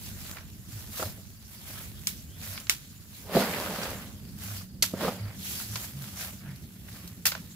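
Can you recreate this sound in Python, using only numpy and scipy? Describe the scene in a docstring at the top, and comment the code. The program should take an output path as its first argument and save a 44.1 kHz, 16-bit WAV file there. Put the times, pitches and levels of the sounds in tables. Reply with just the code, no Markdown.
"""Walking through long grass at a field camp, heard by two closely spaced microphones.
From the start, blades swish past the legs over a low rumble, a faint hum, soft booms and far insects.
Between 2 and 3 seconds a far bird calls and dry sticks snap, the loudest sounds of the walk.
Then a big leaf is laid on the ground with a dull knock and slid over the grass; near 5 seconds it moves
again. The steps go on, a bird calls once more, and more sticks snap and tear at the end."""
import sys
import numpy as np
from scipy import signal
from scipy.fft import rfft, irfft
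from scipy.io import wavfile

SR = 44100
rng = np.random.default_rng(int(sys.argv[2]) if len(sys.argv) > 2 else 0)


def int16_out(signal):
    """Quantize to a 16-bit WAV file."""
    q = np.round(np.clip(np.atleast_2d(signal).T, -1, 1) * 32767)
    wavfile.write(sys.argv[1], SR, q.astype(np.int16))


N = 333032
TIME = np.arange(N) / SR
# the tone of cracks scattered among the plants: (frequency [Hz], level [dB])
SCATTER_TONE = [(400, -2), (2400, -0.5), (5000, 0), (7500, -1.5), (9000, -7), (12000, 1)]


def from_db(db):
    """Turn decibels into a number to multiply a sound by."""
    return 10 ** (np.asarray(db) / 20)


def rms_one(x):
    """Scale a sound so that its average power is 1."""
    return x / np.sqrt(np.mean(x ** 2) + 1e-20)


def butter(x, hz, kind, order=2):
    """Keep the "low" or the "high" side of hz; a higher order cuts more steeply."""
    return signal.sosfilt(signal.butter(order, np.clip(hz, 10, .49 * SR), kind, fs=SR, output="sos"), x)


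def resonate(x, hz, width_hz):
    """Let a sound ring at one pitch; a narrower width rings longer."""
    r = np.exp(-np.pi * width_hz / SR)
    feedback = [1, -2 * r * np.cos(2 * np.pi * hz / SR), r * r]
    return signal.lfilter(np.array([1, 0, -1]) * (1 - r * r) / 2, feedback, x)


def colour(x, tone):
    """Give a stereo sound the tone in a table of (frequency [Hz], level [dB])."""
    size = 4096
    hz, db = np.transpose(tone)
    shape_db = np.interp(np.log(np.arange(size // 2 + 1) * SR / size + 1), np.log(hz), db)
    # fold the filter's early half onto its late half, so nothing sounds early
    cepstrum = irfft(np.log(from_db(shape_db)))
    cepstrum[1:size // 2] *= 2
    cepstrum[size // 2 + 1:] = 0
    response = irfft(np.exp(rfft(cepstrum)))
    return signal.fftconvolve(x, response[None], axes=1)[:, :x.shape[1]]


def wander(size, hz):
    """A smooth random curve of typical size 1; a higher hz makes it move faster."""
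    return rms_one(butter(rng.standard_normal(size + SR), hz, "low")[SR:])


def bump(s, half_s):
    """A smooth rise and fall around time s."""
    return np.exp(-((TIME - s) / half_s) ** 2)


def swell(s, hold_s, rise_db_per_s, fall_db_per_s, sag_db_per_s=0):
    """A strength that rises to 1 at time s, holds or sags for a while and dies away."""
    t = TIME - s
    rise = rise_db_per_s * np.minimum(t, 0)
    sag = sag_db_per_s * np.clip(t, 0, hold_s)
    fall = fall_db_per_s * np.maximum(t - hold_s, 0)
    return from_db(np.maximum(rise - sag - fall, -120))


def from_side(x, side, lag_s=0.00027):
    """A sound from one side (-1 right, 1 left) reaches the nearer microphone first."""
    lag = int(round(np.clip(side, -1.5, 1.5) * lag_s * SR))
    return np.array([np.pad(x, (max(delay, 0), 0))[:len(x)] for delay in (-lag, lag)])


def grains(size, per_s, spread_db):
    """Tiny random clicks of uneven strength."""
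    strength = from_db(spread_db * np.minimum(rng.exponential(1, size), 4)) * rng.standard_normal(size)
    return strength * (rng.random(size) < per_s / SR)


def all_around(size, per_s, spread_db, count=13, width=1):
    """Tiny clicks from many directions: alike in both microphones only in the bass."""
    sides = width * (np.linspace(-1, 1, count) + rng.uniform(-1, 1, count) / count)
    return sum(from_side(grains(size, per_s / count, spread_db), side) for side in sides)


def add(out, s, sound):
    """Mix a stereo sound in at time s."""
    at = int(s * SR)
    out[:, at:at + sound.shape[1]] += sound[:, :N - at]


def rumble(buffet_hz=60, lumps_db=1.5, calming_db_per_s=1.5):
    """Low outdoor rumble; air pushes on each microphone separately and slowly calms."""
    # the rumble's tone: (frequency [Hz], level [dB])
    tone = [(25, -23.5), (60, -7), (100, -0.5), (140, -6), (210, -5.5), (290, -15.5), (900, -41)]
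    # its rise and fall: (time [s], level [dB])
    levels = [(0, -48), (1.1, -47), (1.5, -54), (1.9, -45), (3.1, -51.5), (3.9, -45), (7.55, -47.5)]
    shared = rms_one(colour(all_around(N, per_s=20000, spread_db=1.5, count=5), tone))
    buffet = rms_one(butter(colour(rng.standard_normal((2, N)), tone), buffet_hz, "low"))
    s, db = np.transpose(levels)
    level = from_db(np.interp(TIME, s, db, right=-120) + lumps_db * wander(N, 11.6))
    return level * (shared + from_db(-calming_db_per_s * TIME) * buffet)


def hum(level_db=-6.5, wobble_hz=2.83, flicker_db=-1.0):
    """A faint low tone that wavers in pitch and strength."""
    # the hum's drift: (time [s], pitch [Hz], level before level_db is added [dB])
    drift = [(0, 208, -53.5), (3, 209.7, -59), (4.551, 192.8, -45.5), (5.3, 181.1, -42.5),
             (5.65, 206.7, -48.5), (7.55, 168, -46.5)]
    s, hz, db = np.transpose(drift)
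    pitch = np.interp(TIME, s, hz) + wobble_hz * wander(N, 12.73)
    level = from_db(np.interp(TIME, s, db) + level_db + flicker_db * wander(N, 9.2))
    return level * rms_one(np.sin(2 * np.pi * np.cumsum(pitch) / SR))


def insects(chirp_s=0.045, top_hz=5060, fall_hz=750, blur_hz=200, whine_hz=6930, whine_db=-65):
    """Far insects: trills of quick falling chirps, blurred by distance, and a thin pulsing whine."""
    # each trill: (time [s], level [dB])
    trills = [(1.37, -66), (4.27, -63), (4.72, -65), (5.231, -56.5)]
    # each spell of whining: (time [s], half length [s])
    whines = [(.53, 0.15), (1.333, 0.11), (2.95, 0.9)]
    in_chirp = TIME / chirp_s % 1  # runs from 0 to 1 in every chirp
    pitch = top_hz - fall_hz * in_chirp + blur_hz * np.array([wander(N, 377) for _ in range(2)])
    chirps = rms_one(np.sin(np.pi * in_chirp) * np.sin(2 * np.pi * np.cumsum(pitch, axis=1) / SR))
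    pulses = np.sin(np.pi * 16 * TIME) ** 2  # 16 a second
    whine = rms_one(resonate(rng.standard_normal((2, N)), whine_hz, width_hz=130) * pulses)
    trill_level = sum(from_db(db) * bump(s, half_s=0.095) for s, db in trills)
    whine_level = from_db(whine_db) * sum(bump(s, half_s) for s, half_s in whines)
    return trill_level * chirps + whine_level * whine


def birds(rise_hz_per_s=4200, blur_hz=190):
    """Short rising calls from across the field, smeared by distance."""
    # each call: (time [s], level [dB], pitch [Hz], half length [s])
    calls = [(2.343, -60.5, 3270, .06), (6.484, -57, 1734, .055)]
    out = 0
    for s, db, hz, half_s in calls:
        glide = rise_hz_per_s * np.clip(TIME - s, -2 * half_s, 2 * half_s)
        pitch = hz + glide + blur_hz * wander(N, 2 * blur_hz)
        out += from_db(db) * bump(s, half_s) * np.sqrt(2) * np.sin(2 * np.pi * np.cumsum(pitch) / SR)
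    return out


def booms(waver=0.34, sag_hz_per_s=70):
    """Short, soft swells in the bass whose pitch wavers and sinks a little."""
    # each boom: (time [s], level [dB], pitch [Hz], half length [s])
    swells = [(0.761, -36.5, 106, 0.018), (1.062, -34, 95, 0.012), (2.504, -40.5, 97, 0.034),
              (3.358, -23, 188, 0.0074), (4.528, -37.5, 101, 0.056), (5.247, -33, 103.5, 0.035),
              (5.724, -38, 106.3, 0.033), (5.99, -38.5, 137.4, 0.035), (6.499, -40, 136.5, 0.037)]
    out = np.zeros(N)
    for s, db, hz, half_s in swells:
        near = np.abs(TIME - s) < 4 * half_s
        t = TIME[near] - s
        phase = 2 * np.pi * (hz * t - sag_hz_per_s * t ** 2 / 2 + rng.random())
        phase += waver * wander(len(t), 51)
        out[near] += from_db(db) * np.sqrt(2) * np.sin(phase) * np.exp(-(t / half_s) ** 2 / 2)
    return out


def wading(press, slide):
    """How strongly the grass swishes and crunches as the legs and the leaf push through it."""
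    # each sweep of a leg: (time at full speed [s], length [s], blade swish [dB], stalk crunch [dB])
    strides = [(.03, 0.054, -44.5, -57), (.2, 0.11, -45.5, -52.5), (.345, 0.013, -61, -51),
               (.73, 0.1, -47.5, -56), (0.979, 0.053, -37, -45.5), (1.53, 0.01, -48.5, -59.5),
               (1.676, 0.16, -44.5, -50.5), (2.0, 0.19, -52.5, -62.5), (2.45, 0.092, -41.5, -49),
               (3.15, 0.081, -50, -63), (3.93, 0.1, -50.5, -48.5), (4.44, 0.16, -42.5, -49),
               (5.28, 0.019, -82, -49.5), (5.462, 0.16, -37.5, -56), (5.74, 0.11, -40.5, -50),
               (6.01, 0.095, -47, -53.5), (6.199, 0.053, -39, -44.5), (6.47, 0.012, -75, -50),
               (6.89, 0.17, -52.5, -54)]
    # powers add up, starting with a faint steady stir and the grass under the leaf
    swish = from_db(-56) ** 2 + (from_db(-4) * slide) ** 2 + (from_db(-10) * press) ** 2
    crunch = from_db(-65.5) ** 2 + (from_db(-1.5) * slide) ** 2
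    for s, length_s, swish_db, crunch_db in strides:
        # the leg speeds up, then the grass springs back
        sweep = swell(s, length_s, rise_db_per_s=169, fall_db_per_s=128)
        swish += (from_db(swish_db) * sweep) ** 2
        crunch += (from_db(crunch_db) * sweep) ** 2
    hush = from_db(-9 * bump(s=4.73, half_s=0.11))  # for a moment nobody moves
    return hush * np.sqrt(swish), hush * np.sqrt(crunch)


def tufts(x, patchy_db=4.5, patchy_hz=9, count=12):
    """Each tuft of grass has its own tone: ringing in the middle pitches comes and goes."""
    rings = sum((from_db(patchy_db * wander(N, patchy_hz)) - 1) * resonate(x, hz, hz / count * 2)
                for hz in np.geomspace(900, 7000, count))
    return rms_one(x + rings / 2)


def grass(swish, crunch, blades_db=2.5, stalks_db=-1.5, stems_db=-8, flutter_db=0.6, clumps_db=2.0):
    """Blades brush by in a fine hiss, stalks give way in coarser clicks, and single stems crack."""
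    # the bright tone of brushing blades: (frequency [Hz], level [dB])
    blade_tone = [(1200, -10), (2600, -2), (4600, 0), (7500, -0.5), (8700, -3), (12000, 3.5), (15500, 0)]
    # the darker tone of crunching stalks: (frequency [Hz], level [dB])
    stalk_tone = [(250, -22.5), (600, 3.5), (900, -2), (1500, 2.5), (2100, 1), (3200, -3.5), (6000, -22)]
    flutter = from_db(flutter_db * wander(N, 35))
    blades = tufts(colour(all_around(N, per_s=53000, spread_db=1.5, count=23), blade_tone))
    stalks = tufts(colour(all_around(N, per_s=5000, spread_db=0.5, width=0.78), stalk_tone))
    stems = rms_one(colour(all_around(N, per_s=130, spread_db=3.5, count=5), SCATTER_TONE))
    clumps = from_db(stalks_db + clumps_db * wander(N, 50))
    brushing = from_db(blades_db) * blades + from_db(stems_db) * stems
    return flutter * (swish * brushing + clumps * crunch * stalks)


def leaf_motion(slide_db=-7):
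    """How strongly the big leaf is pressed down, and how strongly it slides on."""
    # each move of the leaf: (time [s], level of the press [dB], pressing time [s], sliding time [s])
    moves = [(3.362, -27, 0.058, 0.53), (5.02, -32.5, 0.06, 0.059)]
    press = slide = 0
    for s, db, press_s, slide_s in moves:
        press += from_db(db) * swell(s, press_s, rise_db_per_s=281, fall_db_per_s=258)
        glide = swell(s, slide_s, rise_db_per_s=224, fall_db_per_s=87, sag_db_per_s=9.5)
        slide += from_db(db + slide_db) * glide
    return press, slide


def leaf(press, slide):
    """The broad leaf catches and slips on the grass with a hollow, grainy scrape."""
    # the scrape's tone: (frequency [Hz], level [dB])
    tone = [(80, -27), (190, 5.5), (340, -4.5), (540, 1.5), (850, -5), (2500, -15), (5000, -15.5),
            (10000, -58)]
    scrape = rms_one(colour(all_around(N, per_s=4600, spread_db=1.0, width=0.41), tone))
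    return np.hypot(press, slide) * scrape


def knocks(crush_db=-0.5, low_hz=150, give=0.015):
    """Dull knocks on the ground: leaf and turf ring briefly while the grass beneath is crushed."""
    # each knock: (time [s], level [dB], time to fade by 60 dB [s], treble cut [Hz])
    hits = [(0.996, -34, 0.07, 2060), (1.024, -28.5, 0.058, 1380), (1.056, -49.5, 0.26, 900),
            (1.176, -52.5, 0.12, 596), (2.697, -46.5, 0.028, 1200), (3.295, -39, 0.074, 593),
            (3.349, -24.5, 0.053, 600), (3.3655, -17, 0.081, 720), (3.422, -27, 0.046, 1620),
            (4.825, -39, 0.045, 1410), (4.937, -24.5, 0.026, 610), (5.028, -32.5, 0.056, 865),
            (5.048, -28, 0.064, 775), (5.08, -26, 0.041, 1100), (7.351, -44.5, 0.057, 1420)]
    # the notes that leaf and turf ring with: (pitch [Hz], level [dB], longest time to fade by 60 dB [s])
    notes = [(202.4, -12, 0.23), (353, -2, 0.021), (528.5, 1, 0.039), (635, -8, 0.18), (1250, -3, 0.031)]
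    out, t = np.zeros((2, N)), TIME[:SR // 4]
    for s, db, fade_s, top_hz in hits:
        sink = 1 - np.exp(-t / (give * fade_s))  # longer knocks press in more gradually
        fall = sink * from_db(-60 * t / fade_s)
        crush = butter(all_around(len(t), per_s=22000, spread_db=-4.5, width=0.76) * fall, low_hz, "high")
        ring = 0
        for hz, note_db, ring_s in notes:
            level = from_db(note_db + rng.normal(0, 0.27) - 60 * t / min(ring_s, 2 * fade_s))
            ring += level * np.sin(2 * np.pi * hz * (1 + rng.normal(0, 0.027)) * t)
        knock = from_db(crush_db) * rms_one(butter(crush, top_hz, "low", order=5))
        knock += rms_one(butter(sink * ring, top_hz, "low"))
        add(out, s, from_db(db) * knock * np.sqrt(2 * np.mean(fall ** 2)))
    return out


def foliage_echo(size):
    """Ground, leaves and trunks scatter a crack into a short, smooth tail."""
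    t, power = TIME[:size], 0
    for db, fade_s in ((1.5, 0.024), (0.0, 0.19), (-14.5, 1.0)):  # from nearby, farther off, the woods
        fall = from_db(-60 * t / fade_s) * (1 - np.exp(-t / 0.0048))
        power += (from_db(db) * fall) ** 2 / np.sum(fall ** 2)
    return rms_one(colour(all_around(size, per_s=46000, spread_db=5.0), SCATTER_TONE)) * np.sqrt(power)


def snaps(close_db=-5.0, stereo_noise=0.47, first_db=3.0, first_s=0.0018, clean_s=0.0081, body_db=-16):
    """A dry stick breaks: one sharp crack, then a fading burst of tearing fibres that rings the wood."""
    # each break: (time [s], level [dB], tearing time [s], bass cut [Hz], treble cut [Hz],
    # side [-1 right to 1 left])
    breaks = [(.369, -26, 0.025, 900, 1900, 0.32), (0.384, -25, 0.006, 1000, 2200, .17),
              (2.0709, -13, 0.0096, 2010, 17000, 0.52), (2.5765, -20.5, 0.0066, 1200, 3600, 0.27),
              (2.6, -32, .008, 3500, 12000, 0), (2.669, -26.5, 0.0045, 1200, 4500, 0),
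              (2.696, -3.5, 0.0059, 1470, 13000, -0.38), (3.423, -34, .015, 800, 8000, 0),
              (3.832, -29, 0.025, 700, 9000, -0.66), (4.8238, -13, 0.053, 2330, 12900, -0.091),
              (4.839, -25, 0.03, 700, 7000, 0), (5.6, -28, 0.01, 696, 7000, 0),
              (5.757, -19, 0.0075, 564, 7960, 0.26), (6.041, -35, 0.0069, 810, 7000, 0.24),
              (6.56, -42.5, 0.01, 2200, 15000, 0), (7.076, -35, .012, 3000, 15000, 0.27),
              (7.2543, -18, 0.068, 840, 15000, 0.24), (7.264, -18, 0.064, 1900, 18000, 0.26),
              (7.318, -25.5, 0.046, 650, 4600, .3), (7.351, -21.5, 0.013, 597, 2800, 0.33)]
    # the notes that the wood rings with: (pitch [Hz], width [Hz], level [dB])
    notes = [(1520, 290, 6.5), (2250, 330, 5), (4600, 1200, 5.5), (9500, 4000, -8)]
    out, t = np.zeros((2, N)), TIME[:SR // 2]
    for s, db, tear_s, low_hz, top_hz, side in breaks:
        fall = from_db(-60 * t / tear_s)
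        fibres = rms_one(from_side(grains(len(t), per_s=75000, spread_db=-7.0), side))
        sudden = from_db(first_db) * (clean_s / tear_s) ** 2  # a clean break spends more energy at once
        fracture = sudden * np.exp(-(2 * t / first_s - 1) ** 2)
        burst = (fall + fracture) * (fibres + stereo_noise * rng.standard_normal(fibres.shape)) + 1e-18
        tuning = np.exp(0.035 * rng.standard_normal())  # every stick rings at its own pitch
        wood = burst + sum(from_db(note_db) * resonate(burst, hz * tuning, width_hz)
                           for hz, width_hz, note_db in notes)
        # a little bass comes from the stick as a whole
        wood = butter(wood, low_hz, "high", order=3) + from_db(body_db) * wood
        echo_share = 1 / np.hypot(1, from_db(db - close_db))  # the loudest sticks are closest: less echo
        echo = echo_share * butter(foliage_echo(len(t)), low_hz, "high")
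        crack = rms_one(wood) / np.sqrt(len(t)) + echo
        crack = butter(crack, top_hz, "low")  # thick sticks sound lower and duller
        add(out, s, from_db(db) * np.sqrt(np.sum(fall ** 2)) * crack)
    return out


def scene():
    """Everything together; sticks and ground sounds are a little louder on the right."""
    sticks = snaps() * from_db([[-1.0], [1.0]])
    press, slide = leaf_motion()
    swish, crunch = wading(press, slide)
    ground = grass(swish, crunch) + leaf(press, slide) + knocks() + booms() + hum() + rumble()
    return sticks + ground * from_db([[-0.75], [0.75]]) + insects() + birds()


def record(dry):
    """The deepest bass is lost, the highest peaks are rounded and the treble is cut above 15550 Hz."""
    rounded = 1.2 * np.tanh(butter(dry, 30, "high") / 1.2)
    return signal.sosfilt(signal.ellip(10, .2, 80, 15550, fs=SR, output="sos"), rounded)


dry = scene()
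out = record(dry)
int16_out(out)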